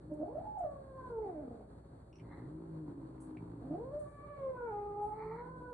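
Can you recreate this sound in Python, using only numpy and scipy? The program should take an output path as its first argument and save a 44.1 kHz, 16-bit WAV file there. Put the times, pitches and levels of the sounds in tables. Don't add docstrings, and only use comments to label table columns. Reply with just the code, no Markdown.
import sys
import numpy as np
from scipy import signal
from scipy.fft import rfft, irfft
from scipy.io import wavfile
from scipy.ndimage import uniform_filter1d, map_coordinates

SR = 44100
rng = np.random.default_rng(int(sys.argv[2]) if len(sys.argv) > 2 else 0)


def unload_wav(signal):
    wavfile.write(
        sys.argv[1],
        SR,
        np.round(np.clip(np.atleast_2d(signal).T, -1, 1) * 32767).astype(np.int16),
    )


N = 252693
TIME = np.arange(N) / SR
FREQ = np.fft.rfftfreq(N, 1 / SR)
LEFT_RIGHT = np.array([[1], [-1]])

# (frequency [Hz], density [dB per Hz])
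RUSH_TONE = [(20, -21.5), (42, -4), (85, 0.5), (125, 1.5), (200, -3), (380, -4), (600, -12), (1000, -19.5),
             (1600, -27), (2100, -37.5), (2800, -48), (4400, -35), (5500, -53.5), (8500, -37.5),
             (11000, -51)]
# (frequency [Hz], side minus mid [dB])
RUSH_WIDTH = [(60, -18.5), (160, -18), (300, -16.5), (600, 2.5), (2000, -0.5), (4400, -9.5), (9000, -4.5)]
# (frequency [Hz], level [dB])
HUM_TONES = [(59.8, -63), (119.6, -66), (160, -67), (552, -74.5), (4382, -99)]
# (time [s], level [dB])
FLOOR_THUDS = [(0.572, -67), (1.169, -45.5), (1.231, -44)]
# (time [s], level [dB], centre [Hz], rise [s], t60 [s])
PAW_SCUFFS = [(0.136, -62, 8460, 0.0023, 0.044), (0.583, -65, 8340, 0.0022, 0.17),
              (0.70, -66.5, 8600, 0.0073, 0.073), (3.201, -57.5, 9100, 0.0042, 0.27),
              (3.992, -65.5, 9100, 0.0012, 0.33), (4.07, -71.5, 8840, 0.0097, 0.63),
              (5.007, -64.5, 9480, 0.023, 0.48)]
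# (time [s], level [dB], low mode [Hz], high minus low mode [dB])
SMALL_TICKS = [(2.128, -58.5, 2680, -5), (2.156, -56.5, 2620, -1), (2.184, -57, 2560, -7),
               (2.197, -50.5, 2390, -21), (3.37, -47, 2290, -39)]
# (frequency [Hz], width [Hz], level [dB])
GROWL_THROAT = [(300.8, 105, 5), (369.4, 30, 4), (940, 290, -20)]
# (start [s], length [s], top pitch [Hz], chest level [dB], throat level [dB])
SHORT_GROWLS = [(0.0, .25, 159.3, -55, -61), (1.532, 0.23, 119.7, -62.5, -72.5),
                (3.628, 0.18, 160.3, -50, -60), (4.534, 0.73, 119.3, -61.5, -68.5),
                (5.076, .65, 167.8, -55, -65.5)]
# (time [s], pitch [Hz], chest level [dB], throat level [dB], rasp level [dB])
LONG_GROWL_PATH = [(2.12, 107.4, -67.5, -64.5, -82), (2.25, 115.5, -52.5, -58, -76),
                   (2.39, 117.3, -52, -52, -69), (2.5, 149.9, -50.5, -58, -75.5),
                   (2.62, 167.7, -57, -52, -70), (2.8, 156.2, -48.5, -57, -75.5),
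                   (2.9, 144.4, -52, -50.5, -71.5), (3.02, 134.1, -55, -54.5, -72),
                   (3.18, 130.9, -55.5, -59, -68.5), (3.33, 129.6, -64.5, -55.5, -68.5),
                   (3.39, 118.2, -46.5, -54, -69.5), (3.5, 116.1, -47, -52.5, -70),
                   (3.62, 115, -56, -53, -74.5)]
# (frequency [Hz], half width [Hz], gain [dB])
GROWL_STANDING_WAVES = [(131, 18, -6.5), (163.5, 6.8, 5), (261.4, 14, 7), (313, 14, 8)]
# (start [s], rise [s], hold [s], release [s], level [dB],
# resonance scale [ratio], gain of the lower resonance [dB])
SNARL_EVENTS = [(2.183, 0.14, 0.05, 0.18, -63.5, 0.926, 7.5), (5.058, 0.15, 0.18, 0.19, -58, 1.0, 12)]
# (frequency [Hz], density [dB per Hz])
SNARL_RESONANCES = [(500, -22), (900, 1), (1300, -4), (1600, -10.5), (1950, 2), (2280, 3), (2440, -13),
                    (2700, -37), (3300, -41.5), (3750, -29), (4400, -15), (4600, -18), (4900, -46),
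                    (5500, -54)]
# (time [s], pitch [Hz])
FIRST_YOWL_PITCH = [(0.1, 303.8), (0.204, 298.1), (0.264, 364), (0.338, 539.5), (0.395, 682), (0.43, 817),
                    (0.465, 847.7), (0.565, 845), (0.598, 748), (0.635, 670), (0.66, 588), (0.786, 545),
                    (0.98, 521.4), (1.076, 509), (1.15, 454.4), (1.234, 429.2), (1.346, 317.8),
                    (1.564, 214.2), (1.66, 199.6)]
SECOND_YOWL_PITCH = [(3.62, 214.4), (3.65, 246.7), (3.715, 288.3), (3.78, 400), (3.85, 512.8), (3.89, 530),
                     (3.94, 586.8), (3.99, 599), (4.05, 574), (4.32, 577.5), (4.67, 466.6), (4.72, 418.5),
                     (4.92, 406.1), (5.17, 430.5), (5.28, 436), (5.45, 496), (5.52, 509.0), (5.73, 489)]
# (time [s], level [dB], mouth opening as overtone gain [dB])
FIRST_YOWL_EFFORT = [(0.102, -68.5, -5.5), (0.124, -45, 1.5), (0.169, -62.5, -9), (.205, -44.5, -0.5),
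                     (.27, -49.5, 2.5), (0.324, -51.5, -6.5), (0.364, -39.5, -24), (0.421, -46.5, -34),
                     (.475, -44, -37.5), (.52, -54.5, -27), (.585, -41.5, -36.5), (0.622, -42, -23.5),
                     (0.661, -43.5, -21.5), (.72, -47.5, -4.5), (.83, -58, -15), (.96, -48, -5),
                     (1.03, -55, 7.5), (1.1, -49, -5), (1.189, -37, -15.5), (1.291, -46, 1),
                     (1.4, -51.5, 3), (1.56, -56.5, 1.5), (1.66, -68, 3.5)]
SECOND_YOWL_EFFORT = [(3.62, -63.5, -8), (3.681, -56, -7.5), (3.739, -48.5, -3), (3.8, -45.5, -9.5),
                      (3.888, -51, -10), (3.95, -47, -19.5), (3.992, -47, -22.5), (4.024, -69.5, 6.5),
                      (4.3, -54.5, -2), (4.482, -41, -14.5), (4.56, -46.5, -5.5), (4.64, -46, -6.5),
                      (4.731, -47, 5), (4.87, -45, -5.5), (4.999, -45, 1), (5.128, -54, 6.5),
                      (5.26, -47, -4), (5.391, -54, -1.5), (5.47, -51, -6.5), (5.73, -48, -8.5)]
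# (time [s], level of the third [dB], level of the higher ones [dB])
FIRST_YOWL_UPPER = [(.1, -70.5, -92.5), (.23, -68, -92), (.33, -90, -100), (.58, -100, -105),
                    (.68, -76, -104), (.85, -81, -101), (1.03, -63.5, -98), (1.13, -69.5, -98),
                    (1.25, -74, -86.5), (1.4, -65, -80), (1.55, -62, -90), (1.66, -71, -84)]
SECOND_YOWL_UPPER = [(3.62, -80, -98), (3.729, -75, -92.5), (3.98, -87.5, -104), (4.06, -78.5, -95.5),
                     (4.17, -73.5, -84.5), (4.419, -77.5, -78), (4.53, -75, -85), (4.61, -53.5, -81),
                     (4.749, -66, -80.5), (4.95, -57.5, -86), (5.15, -67.5, -87.5), (5.4, -65.5, -92),
                     (5.55, -73, -98), (5.73, -62, -102)]
# (frequency [Hz], gain [dB])
YOWL_MOUTH = [(1200, 5), (1650, 1.5), (2000, -3.5), (2150, 0.5), (2330, 2), (2480, -5), (2650, -13),
              (2900, -17.5), (3450, -15), (4100, -13), (5000, -25.5)]
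# (frequency [Hz], width [Hz], level [dB])
YOWL_RASP = [(695, 180, -3.5), (1180, 300, -16)]
# (frequency [Hz], half width [Hz], gain [dB])
YOWL_STANDING_WAVES = [(276, 60, 8), (398, 7.5, -2.5), (473, 66, 2), (468.8, 8.4, 6), (502.3, 9.4, -14.5),
                       (565.3, 8.9, -15.5), (598.9, 21, 8), (700.7, 13, 6)]

TOP_HZ = 11000
AIR_DB = -56.5
RIGHT_LAG_S = .00009
SWELL_BELOW_HZ = 8700
TICK_WIDTH_HZ, TICK_HIGH_HZ, TICK_HIGH_WIDTH_HZ = 450, 5520, 370
GROWL_REST_HZ, GROWL_ARCH = 120.2, 1.3
GROWL_CREST = .46
GROWL_ATTACK_S, GROWL_RELEASE_S = 0.041, 0.38
CHEST_SAG_DB_PER_S, THROAT_SAG_DB_PER_S = 14.5, 0.5
GROWL_SWELL_DB = 2.5
GROWL_MOUTH_HZ, GROWL_MOUTH_WIDTH_HZ = 926, 380
GROWL_SHIMMER = .18
SNARL_PULSE_HZ, SNARL_PULSE_DEPTH = 110.8, 0.48
SNARL_SHUT_DROP = .08
EASY_HZ, STRAIN_HZ = 369, 650
PURITY_DB = 6.5
ROUGH_BASE, ROUGH_PER_OCTAVE_DOWN, ROUGH_PER_OCTAVE_UP = 0.12, .6, .45
ROUGH_PER_OCTAVE_PER_S = 0.052
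OVERTONE_FLICKER_DB = 2.5
HOARSE_SMEAR = 1.1
UPPER_SMEAR = 0.41
YOWL_FLUTTER = .7
HAZE_HZ, HAZE_WIDTH_HZ = 1840, 1800


def undb(db):
    return 10 ** (np.asarray(db) / 20)


def unit(x):
    return x / np.sqrt(np.mean(x ** 2))


def curves(table):
    s, *columns = np.transpose(table)
    return [np.interp(TIME, s, c) for c in columns]


def gate(table, fade=0.02):
    start, end = table[0][0], table[-1][0]
    return np.interp(TIME, [start - fade, start, end, end + fade], [0, 1, 1, 0])


def colour(x, points):
    hz, db = np.transpose(points)
    gain = undb(np.interp(np.log(FREQ + 1), np.log(hz), db))
    return irfft(rfft(x) * gain, N)


def resonate(x, hz, width_hz):
    b, a = signal.iirpeak(min(hz, .45 * SR), hz / width_hz, fs=SR)
    return signal.lfilter(b, a, signal.lfilter(b, a, x))


def walk(rate):
    spectrum = rfft(rng.standard_normal(N)) * np.exp(-(FREQ / rate) ** 2)
    return unit(irfft(spectrum, N))


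def turn(hz):
    return 2 * np.pi * np.cumsum(hz) / SR


def decay(s, rise, t60):
    age = np.maximum(TIME - s, 0)
    return (1 - np.exp(-age / rise)) * np.exp(-np.log(1000) * age / t60)


def reflections(x, t60, gap=0.0073):
    echoes = rng.standard_normal(N) * np.exp(-np.log(1000) * TIME / t60) * (TIME > gap)
    echoes = echoes[:SR] / np.sqrt(np.sum(echoes ** 2))
    return signal.fftconvolve(x, echoes)[:N]


def room(x, t60=0.46, centre_db=-9, wide_db=-2):
    width = [(150, -30), (300, -17.0), (420, -12.5), (560, -1.5), (850, -1.5), (1500, 2.0)]
    side = colour(reflections(x, t60), width)
    return x + undb(centre_db) * reflections(x, t60) + undb(wide_db) * side * LEFT_RIGHT


def standing_waves(x, bumps):
    freq = np.fft.rfftfreq(2 * N, 1 / SR)
    db = sum(gain_db * np.exp(-((freq - hz) / width) ** 2) for hz, width, gain_db in bumps)
    return irfft(rfft(x, 2 * N) * undb(db))[:N]


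def background(hum_waver=0.26, swell_db=2):
    mid = colour(rng.standard_normal(N), RUSH_TONE)
    side = colour(rng.standard_normal(N), RUSH_TONE)
    left, right = mid + colour(side, RUSH_WIDTH) * LEFT_RIGHT
    right = irfft(rfft(right) * np.exp(-2j * np.pi * FREQ * RIGHT_LAG_S), N)
    air = unit(np.array([left, right])) * undb(AIR_DB)
    rush = irfft(rfft(air) / (1 + (FREQ / SWELL_BELOW_HZ) ** 2), N)
    hum = 0
    for hz, db in HUM_TONES:
        tone = np.sqrt(2) * np.sin(turn(hz + 0.61 * walk(3.3)))
        hum = hum + undb(db) * tone * (1 + hum_waver * walk(13.0))
    return air + rush * (undb(swell_db * walk(14)) - 1) + hum


def footfalls(floor_hz=57, rise=0.017, t60=0.4):
    return sum(undb(db) * np.sin(2 * np.pi * floor_hz * (TIME - s)) * decay(s, rise, t60)
               for s, db in FLOOR_THUDS)


def scuffs(width_hz=3000, catch_db=0.5, scuff_db=-9):
    rubs = 0
    for s, db, hz, rise, t60 in PAW_SCUFFS:
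        rub = unit(resonate(rng.standard_normal(N), hz, width_hz))
        rubs = rubs + undb(db + scuff_db) * decay(s, rise, t60) * rub
    return rubs * undb(catch_db * walk(90))


def ticks(t60=0.027, rise=0.0007, tick_db=-7):
    contact = rng.standard_normal(N)
    high = unit(resonate(contact, TICK_HIGH_HZ, TICK_HIGH_WIDTH_HZ))
    out = 0
    for s, db, hz, high_db in SMALL_TICKS:
        low = unit(resonate(contact, hz, TICK_WIDTH_HZ))
        out = out + undb(db + tick_db) * (low + undb(high_db) * high) * decay(s, rise, t60)
    return out


def growl(hz, chest_gain, throat_gain, rasp_gain=0, flutter_hz=54, flutter_depth=0.85):
    beat = np.cos(turn(flutter_hz * (1 + .045 * walk(30))))
    phase = turn(hz * (1 + .012 * walk(70) + .15 * beat))
    buzz = sum(np.cos(k * phase) / k for k in range(1, 11)) + .15 * walk(1200)
    puffs = np.exp(flutter_depth * beat + GROWL_SHIMMER * walk(60))
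    chest = unit(resonate(buzz * puffs, 137.8, 64))
    throat = unit(sum(undb(db) * resonate(buzz * puffs, f, width) for f, width, db in GROWL_THROAT))
    air = puffs * (1 + np.cos(phase)) * rng.standard_normal(N)
    rasp = unit(resonate(air, GROWL_MOUTH_HZ, GROWL_MOUTH_WIDTH_HZ))
    return chest_gain * chest + throat_gain * throat + rasp_gain * rasp


def growl_controls():
    hz, chest, throat = GROWL_REST_HZ, 0, 0
    for start, length, top_hz, chest_db, throat_db in SHORT_GROWLS:
        age = np.maximum(TIME - start, 0)
        attack = np.clip(age / GROWL_ATTACK_S, 0, 1)
        held = attack * np.clip(1 + (length - age) / GROWL_RELEASE_S, 0, 1)
        crest = age / (GROWL_CREST * length)
        arch = (crest * np.exp(1 - crest)) ** GROWL_ARCH
        swell_db = GROWL_SWELL_DB * np.sin(np.pi * np.minimum(age / length, 1)) ** 2
        hz = hz + (top_hz - GROWL_REST_HZ) * arch
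        chest_now_db = chest_db + swell_db - CHEST_SAG_DB_PER_S * age
        throat_now_db = throat_db + swell_db / 2 - THROAT_SAG_DB_PER_S * age
        chest = np.maximum(chest, held * undb(chest_now_db))
        throat = np.maximum(throat, held * undb(throat_now_db))
    return hz, chest, throat


def long_growl():
    hz, *levels_db = curves(LONG_GROWL_PATH)
    return growl(hz, *undb(levels_db) * gate(LONG_GROWL_PATH))


def snarls(uneven=0.202, catch_db=2):
    pulse = np.cos(turn(SNARL_PULSE_HZ * (1 + uneven * walk(69))))
    puffs = np.exp(SNARL_PULSE_DEPTH * pulse) * undb(catch_db * walk(45))
    air, out = puffs * rng.standard_normal(N), 0
    for start, rise, hold, release, db, scale, low_db in SNARL_EVENTS:
        mouth = colour(air, [(hz * scale, gain_db) for hz, gain_db in SNARL_RESONANCES])
        mouth = colour(mouth, [(1300, low_db), (1800, 0.002)])
        shut = np.minimum(((TIME - start - rise - hold / 4) / release) ** 2, 1)
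        mouth = map_coordinates(mouth, [np.cumsum(1 - SNARL_SHUT_DROP * shut)], mode="mirror")
        corners = start + np.cumsum([0, rise, hold, release])
        envelope = np.interp(TIME, corners, [0, 1, 1, 0]) ** 2
        out = out + undb(db) * envelope * unit(mouth)
    return out


def hoarseness(octaves):
    glide = np.abs(uniform_filter1d(np.gradient(octaves) * SR, size=2205))
    strain = np.maximum(octaves - np.log2(STRAIN_HZ / EASY_HZ), 0)
    slack = np.maximum(-octaves, 0)
    rough = ROUGH_BASE + ROUGH_PER_OCTAVE_DOWN * slack + ROUGH_PER_OCTAVE_UP * strain
    return np.clip(rough + ROUGH_PER_OCTAVE_PER_S * glide, 0, 1)


def yowl(pitch, effort, upper_level, second_db, waver=0.0046, jitter=0.065, shimmer=0.77,
         flutter_hz=66, flicker_db=4.0, upper_step_db=-3, haze_db=-4):
    hz, = curves(pitch)
    level_db, mouth_db = curves(effort)
    third_db, upper_db = curves(upper_level)
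    octaves = np.log2(hz / EASY_HZ)
    rough = hoarseness(octaves)
    phase = turn(hz * (1 + waver * walk(36) + jitter * rough * walk(170)))
    overtone_db = second_db + mouth_db - PURITY_DB * np.maximum(octaves, 0) ** 2
    second_gain = undb(overtone_db + OVERTONE_FLICKER_DB * walk(27))
    second = second_gain * np.sin(2 * phase + HOARSE_SMEAR * rough * walk(73))
    third_gain = undb(third_db + OVERTONE_FLICKER_DB * walk(27))
    third = third_gain * np.sin(3 * phase + 2 * HOARSE_SMEAR * rough * walk(91))
    air = rng.standard_normal(N) * (1 + np.cos(phase))
    harmonics = 0
    for i, k in enumerate(range(4, 8)):
        gain = undb(upper_step_db * i + flicker_db * walk(25))
        harmonics = harmonics + gain * np.sin(k * phase + UPPER_SMEAR * walk(64))
    haze = undb(haze_db) * unit(resonate(air, HAZE_HZ, HAZE_WIDTH_HZ))
    upper = colour(undb(upper_db) * (harmonics + haze), YOWL_MOUTH)
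    rasp = rough ** 2 * sum(undb(db) * unit(resonate(air, f, width)) for f, width, db in YOWL_RASP)
    tones = undb(level_db) * (np.sin(phase) + second) + third + upper
    voice = np.sqrt(2) * tones + undb(level_db) * rasp
    flutter = np.sin(turn(flutter_hz * (1 + 0.12 * walk(21))))
    uneven = shimmer * walk(47) + YOWL_FLUTTER * flutter
    return voice * (1 + rough * uneven) * gate(pitch, fade=0.0042)


def scene(first_db=-2.5, second_db=0.0, first_pan_db=-0.9, second_pan_db=-1.5):
    paws = room(ticks() + scuffs(), t60=0.1, centre_db=-6, wide_db=-6.5) + footfalls()
    growls = standing_waves(long_growl() + growl(*growl_controls()), GROWL_STANDING_WAVES)
    growler = room(growls, t60=0.68, centre_db=-9, wide_db=-0.5)
    growler = growler + room(snarls(), t60=0.078, centre_db=-3.0, wide_db=-5.5)
    first = yowl(FIRST_YOWL_PITCH, FIRST_YOWL_EFFORT, FIRST_YOWL_UPPER, second_db=-1.5)
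    first = room(standing_waves(first, YOWL_STANDING_WAVES), centre_db=-7.5)
    second = yowl(SECOND_YOWL_PITCH, SECOND_YOWL_EFFORT, SECOND_YOWL_UPPER, second_db=0.5)
    second = room(standing_waves(second, YOWL_STANDING_WAVES), centre_db=-9.5)
    yowls = first * undb(first_db + first_pan_db * LEFT_RIGHT / 2)
    yowls = yowls + second * undb(second_db + second_pan_db * LEFT_RIGHT / 2)
    return background() + paws + growler + yowls


def record(dry):
    low_pass = signal.ellip(10, .2, 70, TOP_HZ, fs=SR, output="sos")
    return signal.sosfilt(low_pass, dry)


dry = scene()
out = record(dry)
unload_wav(out)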